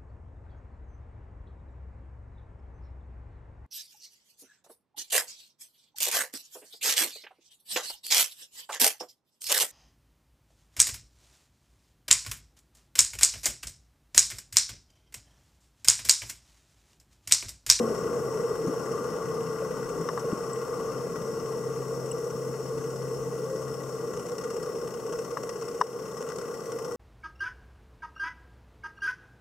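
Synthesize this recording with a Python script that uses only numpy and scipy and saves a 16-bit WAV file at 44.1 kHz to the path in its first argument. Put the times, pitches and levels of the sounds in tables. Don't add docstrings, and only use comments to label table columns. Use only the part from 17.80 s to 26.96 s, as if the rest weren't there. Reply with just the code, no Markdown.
import sys
import numpy as np
from scipy import signal
from scipy.fft import rfft, irfft, next_fast_len
from scipy.io import wavfile
from scipy.ndimage import uniform_filter1d

SR = 44100
rng = np.random.default_rng(int(sys.argv[2]) if len(sys.argv) > 2 else 0)


def transcribe(signal):
    frames = np.atleast_2d(signal).T
    limited = np.clip(frames, -1, 1)
    pcm = np.round(limited * 32767).astype(np.int16)
    wavfile.write(sys.argv[1], SR, pcm)


def decibels_to_gain(level_db):
    exponent = np.asarray(level_db, float) / 20
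    return 10 ** exponent


N = 403956

# time in seconds, turns made so far.
SHAFT_TURNS = [(0, .1), (2.8, 46.25), (6.1, 101.18), (6.5, 107.74), (8, 131.92), (9.16, 150.85)]
LOAD_S, LOAD_LENGTH_S = 6.17, 0.64


def evened(x):
    return x / np.sqrt(np.mean(x ** 2) + 1e-20)


def read(points, hz):
    f, value = np.transpose(points)
    return np.interp(np.log(hz + 1), np.log(f + 1), value)


def curve(rows, t):
    s, *columns = np.transpose(rows)
    return np.array([np.interp(t, s, c) for c in columns])


def add(mix, s, sound):
    part = mix[..., round(s * SR):][..., :sound.shape[-1]]
    part += sound[..., :part.shape[-1]]


def ring(db, hz, rise, t60, glide):
    t = np.arange(round((rise + t60) * SR)) / SR
    pitch = hz * glide ** (t / t[-1])
    swell = np.sin(np.pi / 2 * np.minimum(t / rise, 1)) ** 2
    decay = decibels_to_gain(db - 60 * np.maximum(t - rise, 0) / t60)
    return decay * swell * np.sin(2 * np.pi * np.cumsum(pitch) / SR)


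def step(t, middle_s, length_s):
    return np.sin(np.pi / 2 * np.clip((t - middle_s) / length_s + .5, 0, 1)) ** 2


def course(rows, t, drift):
    swing = step(t, 3.7, 2.6)
    load = step(t, LOAD_S, LOAD_LENGTH_S)
    return np.array(rows) @ np.array([np.ones(len(t)), drift, swing, load])


def roar(colour_db, patchy_db, size=512):
    # low edge in Hz, high edge in Hz.
    bands = [(100, 250), (350, 600), (900, 1500), (3300, 4600), (5000, 9000)]
    # time in seconds, path loss as a level in dB.
    path = [(0, 1.5), (.3, -4), (.64, -5), (1.15, -5), (1.63, -8), (2.5, -6.5), (3.47, -9), (4.1, -9),
            (5.9, -10), (6.5, -9.5), (7.8, -11.5), (9.16, -12)]
    # start in dB, share of the path loss, dB as the stern swings away, dB under load.
    layers = [
        (-39.5, 0.34, -1.5, -2),
        (-26, 1, 2, 0.5),
        (-39.5, 0.27, -5, 0),
        (-64.5, 0.14, -1, -1),
        (-47.5, 0.32, 0.5, -1.5),
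    ]
    hop = size // 4
    hz = np.fft.rfftfreq(size, 1 / SR)
    frames = N // hop + 5
    t = np.arange(frames) * hop / SR

    fine_hz = np.arange(1., SR / 2)
    passed = np.sqrt(housing_power(fine_hz)).mean(axis=0) ** 2 / (SR / 2)
    passed_db = np.array([10 * np.log10(passed[lo:hi].sum()) for lo, hi in bands])
    water_db = course(layers, t, curve(path, t)[0]) - passed_db[:, None]

    centres = np.log([np.sqrt(lo * hi) for lo, hi in bands])
    blend = np.array([np.interp(np.log(hz + 1), centres, row) for row in np.eye(len(bands))])
    patches = uniform_filter1d(rng.standard_normal((frames, len(hz))), 24, 0)
    patches = evened(uniform_filter1d(patches, 8, 1))
    field_db = water_db.T @ blend + colour_db(hz) + patchy_db * patches
    real, imaginary = rng.standard_normal((2, frames, 2, len(hz)))
    spectrum = (real + 1j * imaginary) * decibels_to_gain(field_db)[:, None]
    spectrum = np.transpose(spectrum, (1, 2, 0))
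    noise = signal.istft(spectrum, nperseg=size, noverlap=size - hop)[1]
    return noise[:, :N] / np.sqrt(size / 3)


def throb(fade_turns=.2, jitter_turns=.03, uneven_db=2.2):
    t = np.arange(N) / SR
    halves = 2 * curve(SHAFT_TURNS, t)[0]
    which = halves.astype(int)
    luck = rng.standard_normal((int(halves[-1]) + 2, 2))
    since = (halves % 1) / 2 - jitter_turns * abs(luck[which, 1])
    load = step(t, LOAD_S, LOAD_LENGTH_S)
    whole_turn_db = -12 + 9 * load
    half_turn_db = -7.5 + 1 * load
    level_db = np.where(which % 2 == 0, whole_turn_db, half_turn_db) + uneven_db * luck[which, 0]
    return uniform_filter1d(decibels_to_gain(level_db) * np.exp(-since / fade_turns) * (since > 0), size=260)


def hum(waver_db=1.5):
    orders = (8, 10, 27)
    # start in dB, drift in dB a second, dB after the swing, dB under load.
    tones = [
        (-47.5, -1, 10, -12),
        (-49, -.7, -1, -6),
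        (-38, -.9, 1.5, -4),
    ]
    t = np.arange(N) / SR
    slow = evened(uniform_filter1d(rng.standard_normal((120, len(orders))), size=3, axis=0))
    waver = curve(np.c_[np.linspace(0, t[-1], len(slow)), slow], t)
    turns = np.outer(orders, curve(SHAFT_TURNS, t)[0])
    level_db = course(tones, t, t) + waver_db * waver
    return np.sqrt(2) * (decibels_to_gain(level_db) * np.sin(2 * np.pi * turns)).sum(axis=0)


def snaps(boost_db=40, treble_db=-7, rise_share=0.043):
    # time in seconds, peak in dB, t60 in seconds.
    large = [(6.336, -50, .03), (6.3737, -36, 0.014), (6.3947, -42, .04), (6.465, -40, 0.038),
             (6.497, -39, .012), (6.517, -44, .045), (6.5816, -35.5, .05), (6.6372, -38.5, 0.067),
             (6.702, -38.5, 0.049), (7.0745, -37, .035), (7.3886, -35, .03), (7.633, -34, 0.028),
             (7.692, -32.5, .035), (7.8123, -39, 0.041), (7.8434, -42, .015), (8.2706, -49, .02),
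             (8.368, -41, 0.041), (8.4164, -37, .012), (8.4257, -35, .02), (8.4754, -43, .015),
             (8.489, -35, .03), (8.5, -39, .03), (8.5205, -33, .015), (8.5604, -35, .02),
             (8.585, -34, 0.036), (8.6133, -39, 0.036), (8.9194, -33, .025), (9.1217, -35, 0.023)]
    first_turn, clear_s = 100, .03
    out = np.zeros((2, N))
    t = np.arange(2000) / SR
    body = signal.butter(2, (1500, 7000), "band", fs=SR)
    treble = signal.butter(2, (4900, 10000), "band", fs=SR)

    times, turns = np.transpose(SHAFT_TURNS)
    beats = np.interp(np.arange(first_turn, int(turns[-1])), turns, times)
    late, strength = rng.standard_normal((2, len(beats)))
    small = np.c_[beats + .003 * late, -46 + 3 * strength, np.full(len(beats), .045)]
    clear = abs(beats[:, None] - np.transpose(large)[0]).min(axis=1) > clear_s
    for s, db, t60 in np.vstack([small[clear], large]):
        swell = np.minimum(t / (rise_share * t60), 1)
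        puff = rng.standard_normal((2, len(t))) * swell * decibels_to_gain(db + boost_db - 60 * t / t60)
        add(out, s - .001, signal.lfilter(*body, puff) + decibels_to_gain(treble_db) * signal.lfilter(*treble, puff))
    return out


def knocks():
    # time in seconds, peak in dB, main ring in Hz, ring t60 in seconds, treble tick in dB.
    blows = [
        (2.288, -14, 1170, 0.032, -17),
        (2.376, -14, 1135, 0.02, -27),
        (7.571, -12.5, 1150, 0.02, -26),
        (8.013, -.5, 1085, 0.015, -24.5),
    ]
    # ratio to the main ring, level in dB.
    modes = [(.86, -7), (1, 4), (1.28, -9), (1.55, -10), (1.8, -14.5)]
    ticks = ((2900, -8), (3700, -11.5), (5400, 0.5), (5900, -4.5), (7800, -12))  # Hz, dB
    out = np.zeros(N)
    for s, db, hz, t60, tick_db in blows:
        for ratio, mode_db in modes:
            strike = ring(db + mode_db - 11.0, hz * ratio, 0.0023, t60, 0.81)
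            rebound = ring(db + mode_db - 19.0, 0.883 * hz * ratio, 0.0027, t60, 1.0)
            add(out, s - .0015, strike)
            add(out, s + 0.00417, rebound)
        for tick_hz, lift_db in ticks:
            add(out, s - .0002, ring(db + tick_db + lift_db - 4.5, tick_hz, 0.0016, 0.021, 0.97))
    return out


def bubbles():
    # time in seconds, peak in dB, pitch in Hz, rise in seconds.
    pings = [
        (.19, -40, 8000, .001),
        (1.632, -38, 7870, .001),
        (2.535, -39, 7900, .001),
        (2.7328, -27.5, 7920, .0015),
        (4.3135, -27.5, 7980, .0045),
        (4.3125, -40, 9460, .001),
        (4.3125, -40, 2870, .003),
    ]
    # time in seconds, peak in dB, pitch in Hz, t60 in seconds, glide ratio.
    bumps = [
        (.843, -24, 300, .06, 1.5),
        (.868, -25.5, 176, 0.1, 1.5),
        (0.877, -23, 251, .05, 1.3),
        (.893, -23, 272, .05, 1.7),
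        (0.909, -28, 300, 0.046, 1.3),
        (1.82, -24.5, 552, 0.086, 0.71),
        (2.44, -25, 507, 0.036, 0.99),
        (2.524, -21.5, 198, 0.046, 0.81),
        (2.528, -18.5, 320, 0.025, .83),
        (8.007, -42, 1130, .021, 1.3),
    ]
    # time in seconds, peak in dB, pitch in Hz, rise in seconds, t60 in seconds.
    moans = [
        (0, -25, 227.6, 0.0041, .62),
        (5.621, -30, 531, 0.095, 0.45),
    ]
    out = np.zeros(N)
    for s, db, hz, rise in pings:
        add(out, s, ring(db, hz, rise, 89 / hz, 0.96))
    for s, db, hz, t60, glide in bumps:
        add(out, s, ring(db, hz, 0.0048, t60, glide))
    for s, *tone in moans:
        add(out, s, ring(*tone, 0.94))
    return out


def crackle(per_s=60, spread_db=-1.0, level_db=-28):
    size_db = level_db + spread_db * np.minimum(rng.exponential(1, N), 4)
    clicks = decibels_to_gain(size_db) * (rng.random(N) < per_s / SR) * rng.choice([-1, 1], N)
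    return np.diff(clicks, prepend=0) * np.ones((2, 1))


def housing_power(hz):
    # centre in Hz, width in Hz, left level in dB, right level in dB.
    resonances = [(69, 99, -23, -28), (134, 44, -16, -21), (169, 57, -12, -15.5), (226, 90, -20, -19),
                  (320, 334, -15, -20.5), (467.6, 50, -2, -0.5), (449.5, 135, -6, -8.5),
                  (564, 350, -18.5, -46), (894, 148, -19.5, -27.5), (1100, 103, -11.5, -16.5),
                  (1191, 73, -12, -19), (1399, 182, -18.5, -23), (1640, 99, -33, -33.5),
                  (1937, 64, -22.5, -32.5), (2024, 220, -33.5, -33.5), (2764, 850, -36.5, -42),
                  (3230, 370, -51, -45), (3530, 300, -43, -43.5), (3920, 440, -53, -59),
                  (4450, 440, -37, -42), (5340, 400, -22.5, -34), (5600, 300, -27, -28),
                  (5990, 660, -31.5, -34), (6162, 51, -26, -29.5), (6730, 820, -32.5, -34),
                  (7825, 680, -31, -33.5), (8500, 1100, -39, -41.5), (9570, 1350, -40, -42),
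                  (11260, 940, -38, -43.5), (13600, 2800, -42.5, -46)]
    # centre in Hz, width in Hz, share of power lost.
    notches = [(4832, 140, .998), (3400, 90, .9), (5870, 60, .6), (5180, 40, .5), (2300, 80, .4)]
    f, width, *db = np.transpose(resonances)[:, :, None]
    shape = 1 / (1 + ((hz ** 2 - f ** 2) / ((hz + 1) * width)) ** 2) ** 2
    power = (decibels_to_gain(np.array(db)) ** 2 * shape).sum(axis=1)
    for f, width, share in notches:
        power = power * (1 - min(share, .999) / (1 + ((hz - f) / width) ** 2))
    return power + 1e-9


def housing(water):
    # frequency in Hz, share in common.
    likeness = [(30, 0.48), (70, 0.51), (120, 1), (200, 0.89), (500, 1), (680, 0.78), (1200, 1),
                (2150, 0.63), (3000, 0.96), (5500, 0.53), (9000, 0.25), (15000, .3)]
    # frequency in Hz, phase lead in radians.
    lead = [(1500, 0.12), (4500, -0.5), (5500, 0.32), (9000, 0.056), (13000, -1)]
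    taps_count = 4096
    size = next_fast_len(N + 2 * taps_count)
    log_gain = np.log(housing_power(abs(np.fft.fftfreq(2 * taps_count, 1 / SR)))) / 2
    taps = np.fft.ifft(np.exp(np.conj(signal.hilbert(log_gain)))).real[:, :taps_count]
    hz = np.fft.rfftfreq(size, 1 / SR)
    already = np.pad(water, ((0, 0), (taps_count, 0)), "reflect")
    a, b = rfft(already, size)
    same = np.clip(read(likeness, hz), 0, 1)
    right = (same * a + np.sqrt(1 - same ** 2) * b) * np.exp(-1j * read(lead, hz))
    return irfft(np.array([a, right]) * rfft(taps, size), size)[:, taps_count:taps_count + N]


def scene():
    # frequency in Hz, level in dB.
    burst_colour = [(100, -9), (450, 0), (1200, 7), (2800, 12), (4000, 7.5), (6000, 8), (9000, 8),
                    (15000, 3)]
    steady = roar(lambda hz: -1.5, patchy_db=0.94)
    bursts = throb() * roar(lambda hz: read(burst_colour, hz), patchy_db=2.5)
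    water = steady + bursts + snaps() + crackle()
    case = hum() * decibels_to_gain([[1.7], [-2.2]])
    case = case + knocks() * decibels_to_gain([[2.3], [-3.3]])
    case = case + bubbles() * decibels_to_gain([[1.2], [-1.6]])
    return housing(water) + case


def preamplifier():
    # whine pitch in Hz, level in dB.
    whine_tones = [(15336, -84), (15396, -85)]
    t = np.arange(N) / SR
    hiss = rng.standard_normal((N, 2)).T * decibels_to_gain([[-56.5], [-57]])
    hiss = signal.lfilter(*signal.butter(6, 8000, "high", fs=SR), hiss)
    whine = sum(np.sqrt(2) * decibels_to_gain(db) * np.sin(2 * np.pi * hz * t) for hz, db in whine_tones)
    return hiss + whine * decibels_to_gain([[-5.], [1.]])


def gain_control(x):
    power_db = 10 * np.log10(abs(uniform_filter1d((x ** 2).mean(0), size=200)) + 1e-12)
    fall = np.arange(N) / SR * 22.
    held_db = np.maximum.accumulate(power_db + fall) - fall
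    over_db = np.maximum(held_db + 20, 0)
    return x / decibels_to_gain(.76 * uniform_filter1d(over_db, size=700, origin=349))


def band_limit(x):
    return signal.sosfilt(signal.butter(12, 15690, fs=SR, output="sos"), x)


def record(dry):
    ducked = gain_control(dry + preamplifier())
    edge = signal.firwin(511, 15800, window=("kaiser", 9), fs=SR)
    return band_limit(signal.oaconvolve(ducked, edge[None], "same"))


dry = scene()
out = record(dry)
transcribe(out)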